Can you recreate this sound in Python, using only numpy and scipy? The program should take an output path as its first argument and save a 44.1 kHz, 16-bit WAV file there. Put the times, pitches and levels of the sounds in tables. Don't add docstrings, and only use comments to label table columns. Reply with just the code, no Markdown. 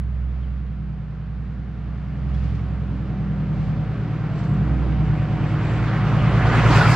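import sys
import numpy as np
from scipy import signal
from scipy.fft import rfft, irfft, next_fast_len
from scipy.io import wavfile
from scipy.ndimage import uniform_filter1d

SR = 44100
rng = np.random.default_rng(int(sys.argv[2]) if len(sys.argv) > 2 else 0)


def to_wav(s):
    ch = np.atleast_2d(s).T
    pcm = np.round(np.clip(ch, -1, 1) * 32767)
    wavfile.write(sys.argv[1], SR, pcm.astype(np.int16))


def level_to_linear(level):
    exponent = np.asarray(level, float) / 20
    return 10 ** exponent


N = 306495
T = np.arange(N) / SR
FAST = next_fast_len(N)
F = np.log2(np.fft.rfftfreq(FAST, 1 / SR) + 1)


def curves(table):
    s, *columns = np.transpose(table)
    return [np.interp(T, s, c) for c in columns]


def unit(x):
    return x / np.sqrt(np.mean(x ** 2))


def noise():
    return rfft(rng.standard_normal(N), FAST)


def band(spectrum, hz, octaves):
    bell = np.exp(-((F - np.log2(hz)) / octaves) ** 2)
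    return unit(irfft(spectrum * bell, FAST)[:N])


def band_pair(hz, octaves):
    return np.array([band(noise(), hz, octaves) for _ in range(2)])


def walk(rate):
    knots = rng.standard_normal(400)
    coarse = T[::64]
    joined = np.interp(coarse * rate, np.arange(len(knots)), knots)
    return np.interp(T, coarse, uniform_filter1d(joined, 1 + int(SR / 128 / rate)))


def blend(hz, zones, levels):
    weights = [np.interp(np.log(hz), np.log(zones), row) for row in np.eye(len(zones))]
    return sum(w * v for w, v in zip(weights, levels))


def bump(s, length):
    return np.exp(-((T - s) / length) ** 2)


def decay(age, t60):
    return np.exp(-np.log(1000) * age / t60)


def knocks(table, t60):
    return sum(level_to_linear(db) * (T >= s) * decay(np.abs(T - s), t60) for s, db in table)


SPEED_M_S, OVERHEAD_S, CLEARANCE_M = 9.67, 6.746, 2.2
CREST_S, CREST_RISE_S = 3.26, .8
CRUNCH_DB, FOREST_DB_PER_M = -15.5, 0.0456
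HUMP_DB, FAR_DB = -1.5, -61


def approach():
    r = np.hypot(SPEED_M_S * (T - OVERHEAD_S), CLEARANCE_M)
    clear = 1 / (1 + np.exp((CREST_S - T) / CREST_RISE_S))
    direct = CRUNCH_DB - 20 * np.log10(r) - FOREST_DB_PER_M * r + HUMP_DB * (1 - clear)
    db = 20 * np.log10(np.hypot(level_to_linear(direct), level_to_linear(FAR_DB)))
    return db, np.clip((db + 56.5) / 32, 0, 1), clear


CYLINDERS = 6
# [t/s, f/Hz]
CYCLE = [(0, 10.7), (.55, 10.57), (.9, 10.08), (1.08, 10.0), (1.5, 10.23), (1.95, 10.42), (2.3, 10.73),
         (2.58, 10.98), (2.87, 10.74), (3.15, 10.17), (3.8, 10.04), (4.08, 9.48), (4.33, 9.57),
         (4.76, 10.62), (5.05, 10.03), (5.4, 9.53), (6.2, 9.66), (6.95, 9.53)]
# [t/s, level/dB]
FIRING = [(0, -24), (.6, -26.5), (.8, -31.5), (1.15, -34), (1.38, -29), (2.18, -30.5), (2.36, -21.5),
          (2.56, -27), (2.74, -24.5), (3.05, -30), (3.75, -32), (3.98, -37.5), (4.38, -34.5), (4.72, -21.5),
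          (4.93, -23), (5.4, -35), (6.1, -29.5), (6.95, -25)]
# [t/s, level/dB, weight of the lowest resonance/dB]
TAILPIPE = [(0, -35.5, 5), (.7, -33.5, 1), (1.1, -36, 2), (1.7, -33, 0), (2.2, -30, -2.5),
            (2.6, -28.5, -1.5), (3.1, -27.5, -3.5), (3.72, -25.5, -1.5), (4.2, -28.5, 1.5), (4.6, -21, -4),
            (4.85, -25, -6.5), (5.1, -22, -3.5), (5.4, -25, -0.5), (5.85, -24, -1.5), (6.2, -19.5, -2),
            (6.6, -19.5, -2), (6.95, -19, 0.5)]
# [f/Hz, width/Hz, level/dB]
PIPE = [(110.3, 6.16, -1.5), (150.88, 6.3, 3.5), (192.7, 6.9, 1), (234.3, 6.1, -3.5), (274.9, 4.2, -3),
        (311.2, 1.7, -12)]
PIPE_ZONE_HZ = [112, 151, 191, 270]
# [far level/dB, gain when near/dB]
PIPE_ZONES = [(-4, 7), (-4, 0.5), (-5.5, -6.5), (-10, -1)]
# [multiple, level/dB]
CYCLE_LINES = [(8, -4.5), (9, -5), (10, 4), (11, 1.5), (12, 0.5), (13, -6), (14, -2), (15, 1.5), (16, -0.5),
               (17, 0.5), (18, 0), (19, 1.5), (20, 1), (21, -6), (22, -3.5), (23, -0.5), (24, -11.5),
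               (25, 0), (26, -1.5), (27, -7), (28, -10), (29, -0.5), (30, 8), (31, -4.5), (32, -9),
               (33, -3), (34, -4)]


def engine(wander_db=2.3, revs_db_per_hz=9, flutter_db=1.2, start=0.12, lean_db=-4.0, opening_db=4,
           block_db=-4.0):
    hz, = curves(CYCLE)
    firing_db, = curves(FIRING)
    pipe_db, deep_db = curves(TAILPIPE)
    _, near, clear = approach()
    zone_db = [pipe_db + far + gained * near for far, gained in PIPE_ZONES]
    zone_db[0] = zone_db[0] + deep_db
    zone_db[-1] = zone_db[-1] + revs_db_per_hz * (hz - 10) * clear

    phase = 2 * np.pi * np.cumsum(hz) / SR
    cycle = np.exp(1j * phase)
    slow = slice(0, N, 256)
    slow_zone_db = [z[slow] for z in zone_db]
    pipe = 0
    for k, db in CYCLE_LINES:
        f = k * hz[slow]
        ring = 0
        for m, (c, w, g) in enumerate(PIPE):
            ring = ring + (-1) ** m * level_to_linear(g) * 1j * w * f / (c * c - f * f + 1j * w * f)
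        ring = ring + level_to_linear(block_db) * (k == 2 * CYLINDERS)
        ring = ring * level_to_linear(db + blend(f, PIPE_ZONE_HZ, slow_zone_db) + wander_db * walk(4)[slow])
        ring = ring * level_to_linear(opening_db * np.maximum(np.log2(f / 240), 0) * (T[slow] - 5.5))
        turn = np.exp(1j * (walk(3)[slow] / 3 - np.pi * k * k / CYLINDERS))
        turn = turn * (-1) ** min(k, 13)
        pipe = pipe + np.interp(T, T[slow], ring * turn) * cycle ** k

    firing = np.sqrt(2) * level_to_linear(firing_db + flutter_db * walk(8)) * np.cos(CYLINDERS * phase + start)
    lean = level_to_linear(lean_db * np.array([[.5], [-.5]]))
    apart = np.exp(.13j * np.array([[1], [-1]]) * (1 + .3 * walk(7.2)))
    return firing * lean + np.real(pipe * apart) * level_to_linear(2.0)


def boom(hz=315, rough=0.25, level_db=-38, hidden_db=-24, passed_s=6.3, passed_db_per_s=-15):
    db = level_db + hidden_db * (1 - approach()[2]) + 1.5 * walk(4)
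    db = db + passed_db_per_s * np.maximum(T - passed_s, 0)
    return np.sqrt(2) * level_to_linear(db) * np.sin(2 * np.pi * hz * T + rough * walk(10))


WHINE_HZ, SLIP_S, SLIP_HZ, SLIP_BACK_S, SWING_HZ = 747, 4.3, 85, .4, .85


def whine(rough=0.55, level_db=-36.5, hidden_db=-20, follows=0.31):
    crunch_db, _, clear = approach()
    since = T - SLIP_S
    swing = np.exp(-np.abs(since) / SLIP_BACK_S) * np.cos(2 * np.pi * SWING_HZ * since)
    hz = WHINE_HZ - SLIP_HZ * (since > 0) * swing
    phase = 2 * np.pi * np.cumsum(hz) / SR + rough * np.pi * walk(14)
    broken = level_to_linear(2.8 * walk(7))
    db = level_db + follows * (crunch_db + 16.5) + hidden_db * (1 - clear)
    return np.sqrt(2) * np.sin(phase) * broken * level_to_linear(db)


SPRAY_S = 6.68
# [f/Hz, level/dB per Hz, side against mid/dB, left minus right/dB]
GRAVEL = [(25, 11, -18.5, -1.4), (80, 19.5, -16.5, -4.5), (204, 14, -19.5, -3), (342, 11, -24.5, 0.6),
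          (650, 6.5, -15.5, -1.5), (1211, 5, -18, -1.5), (2000, 0.9, -16, -0.2), (2760, -1.5, -11.5, 1),
          (3400, -7, -5.5, -0.2), (4730, -4.4, -5, 0), (5900, -7.5, -1.5, -4), (7750, -4.5, -2, -3),
          (9800, -18, -4, -2.5), (14000, -18, -1, -0.5)]
TYRE_ZONE_HZ = [400, 1400, 4000, 9000]
# [t/s, level/dB]
CRUNCH_SWELL = [(0, 0), (.4, 1), (1.0, -1.5), (1.9, 0), (2.6, 1.5), (3.6, 0.5), (4.4, 1), (5.1, -1), (5.8, .5),
                (6.45, -1), (6.7, 1), (6.95, 2)]
# [t/s, length/s, level/dB]
PATCHES = [(.28, .06, -1), (2.456, 0.16, 4.5), (3.654, .11, 3), (4.4, .06, 2.5), (4.57, .05, 0.5),
           (5.476, 0.048, 1), (5.72, .06, 1.5), (6.757, 0.049, 2), (6.945, 0.051, 3.5)]


def tyres(stones_per_s=3000, spread_db=4.0, grit=0.32, flicker_db=0.5, clump_db=2.5, level_db=-11,
          dip_hz=860, dip_db=-6, haze_db=-8, bite_hz=2750, bite_db=3, thin_db=-3,
          rumble_db=3.5, hump_db=-4, rumble_share=0.43, upper_db=-7, upper_near_db=-6,
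          top_db=-32.0, spray_db=6, sizzle_db=3):
    crunch_db, near, clear = approach()
    loose = sum(db * bump(s, length) for s, length, db in PATCHES)
    low = rumble_db - rumble_share * np.maximum(crunch_db + 47, 0) + hump_db * (1 - clear) ** 2
    spray = np.clip((T - SPRAY_S) / 0.11, 0, 1)
    upper = upper_db + upper_near_db * near + loose + spray_db * spray / 3
    top = top_db + loose + spray_db * spray + sizzle_db * near ** 6

    sizes = level_to_linear(spread_db * np.minimum(rng.exponential(size=(2, N)), 3))
    stones = (rng.random((2, N)) < stones_per_s / SR) * rng.standard_normal((2, N)) * sizes
    cracks = [rfft(unit(x), FAST) for x in stones]
    roll = [noise(), noise()]
    hz, db, side_db, lean_db = np.transpose(GRAVEL)
    out, shared = 0, walk(4.4)
    for c in 28 * 2 ** np.arange(0, 9.2, 1 / 3):
        share = grit * min(c / 3000, 1)
        mid, side = (band(share * x + (1 - share) * y, c, 0.24) for x, y in zip(cracks, roll))
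        own, wide, lean = (np.interp(np.log(c), np.log(hz), v) for v in (db, side_db, lean_db))
        gain = own + 10 * np.log10(c / 1400) + blend(c, TYRE_ZONE_HZ, [low, 0, upper, top])
        dip = dip_db * np.exp(-(np.log2(c / dip_hz) / 0.11) ** 2)
        gain = gain + (1 - near) * (dip + haze_db * max(np.log2(c / 8000), 0))
        bite = bite_db * np.exp(-(np.log2(c / bite_hz) / 0.44) ** 2)
        gain = gain + near * ((1 - spray) * bite + thin_db * max(np.log2(150 / c), 0))
        gain = gain + flicker_db * walk(5) + clump_db * near * walk(30) + shared / 4
        left = (mid + level_to_linear(wide) * side) * level_to_linear(lean / 2)
        right = (mid - level_to_linear(wide) * side) * level_to_linear(-lean / 2)
        out = out + level_to_linear(gain) * np.array([left, right])
    return out * level_to_linear(crunch_db + level_db + curves(CRUNCH_SWELL)[0])


# [t/s, length/s, f/Hz, slide/Hz per s, level/dB]
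BIRD = [
    (.295, .035, 3450, 10000, -69),
    (.44, .021, 3150, -25000, -61),
    (.5, .025, 2740, 1000, -63),
]


def bird(blur=1.5):
    smear, flutter = blur * walk(60), level_to_linear(4.9 * walk(45))
    song = 0
    for s, length, hz, slide, db in BIRD:
        age = T - s
        phase = 2 * np.pi * (hz + slide * age / 2) * age + smear
        song = song + level_to_linear(db) * bump(s, length) * np.sin(phase)
    return flutter * song


# [t/s, level/dB]
RATTLES = [(2.3408, -46.5), (2.3384, -56), (2.3864, -51.5), (2.4372, -43), (2.476, -58), (2.5517, -44.5),
           (4.3586, -48), (4.3896, -39), (4.4381, -41.5)]


def rattles(t60=.13, hz=4500, octaves=0.62):
    return knocks(RATTLES, t60) * level_to_linear(-14) * band_pair(hz, octaves)


# [t/s, f/Hz, level/dB]
PINGS = [
    (2.345, 3370, -43),
    (2.55, 3330, -58),
    (6.809, 1456, -7.5),
    (6.856, 1400, -16),
]


def pings(t60=0.054, rise=0.002):
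    out = 0
    for s, hz, db in PINGS:
        age = np.clip(T - s, 0, 1)
        swell = (1 - np.exp(-age / rise)) * decay(age, t60)
        out = out + level_to_linear(db) * swell * np.sin(2 * np.pi * hz * T + 2 * walk(55))
    return out


# [t/s, level/dB]
TICKS = [
    (2.647, -74),
    (4.488, -70.5),
    (5.171, -85.5),
    (5.72, -67),
]


def ticks(t60=.012):
    return knocks(TICKS, t60) * band(noise(), 10000, 0.36)


# [t/s, length/s, level/dB]
INSECT = [(3.63, 0.16, -82.5), (4.38, .04, -70), (4.5, 0.097, -70), (5.17, .04, -77), (5.493, 0.067, -69),
          (5.68, .06, -64.5), (5.778, .07, -68.5)]


def insect(hz=7620, octaves=.025, throb_hz=45):
    swell = sum(level_to_linear(db) * bump(s, length) for s, length, db in INSECT)
    buzz = swell * (1 + .5 * np.sin(2 * np.pi * throb_hz * T))
    return buzz * band_pair(hz, octaves)


# [t/s, level/dB]
AXLE = [(6.7, -62), (6.77, -45), (6.82, -52), (6.86, -43), (6.92, -42), (6.95, -50)]


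def axle(hz=4950, octaves=.08):
    return level_to_linear(curves(AXLE)[0]) * (T > AXLE[0][0]) * band_pair(hz, octaves)


def scene():
    truck = engine() + boom() + whine() + tyres() + rattles() + pings() + axle()
    return truck + ticks() + bird() + insect()


def top_cut(x):
    return signal.sosfilt(signal.butter(12, 15900, fs=SR, output="sos"), x)


# [crunch level/dB, edge f/Hz]
EDGE = [(-56, 9000), (-44, 10500), (-34, 14200), (-21, 15500)]
EDGE_DIP_S, EDGE_DIP_HZ = (6.81, 6.89), 13700


def record(dry):
    left_late = np.concatenate([dry[0, :1], dry[0, :-1]])
    hz, s, z = signal.stft(np.array([left_late, dry[1]]), SR, nperseg=1024, boundary="odd")
    clicking = np.abs(s - np.array(TICKS)[:, :1]).min(axis=0) < .012
    crunch_db = np.interp(s, T, approach()[0])
    edge = np.where(clicking, 14200, np.interp(crunch_db, *np.transpose(EDGE)))
    edge[(s > EDGE_DIP_S[0]) & (s < EDGE_DIP_S[1])] = EDGE_DIP_HZ
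    ragged = rng.exponential(size=(66, len(s) // 2 + 1))
    ragged = np.repeat(np.repeat(ragged, 8, axis=0), 2, axis=1)[:len(hz), :len(s)]
    heard = z * (hz[:, None] < edge * (1.02 - .035 * ragged))
    mix = signal.istft(heard, SR, nperseg=1024)[1][:, :N]
    return top_cut(mix)


dry = scene()
out = record(dry)
to_wav(out)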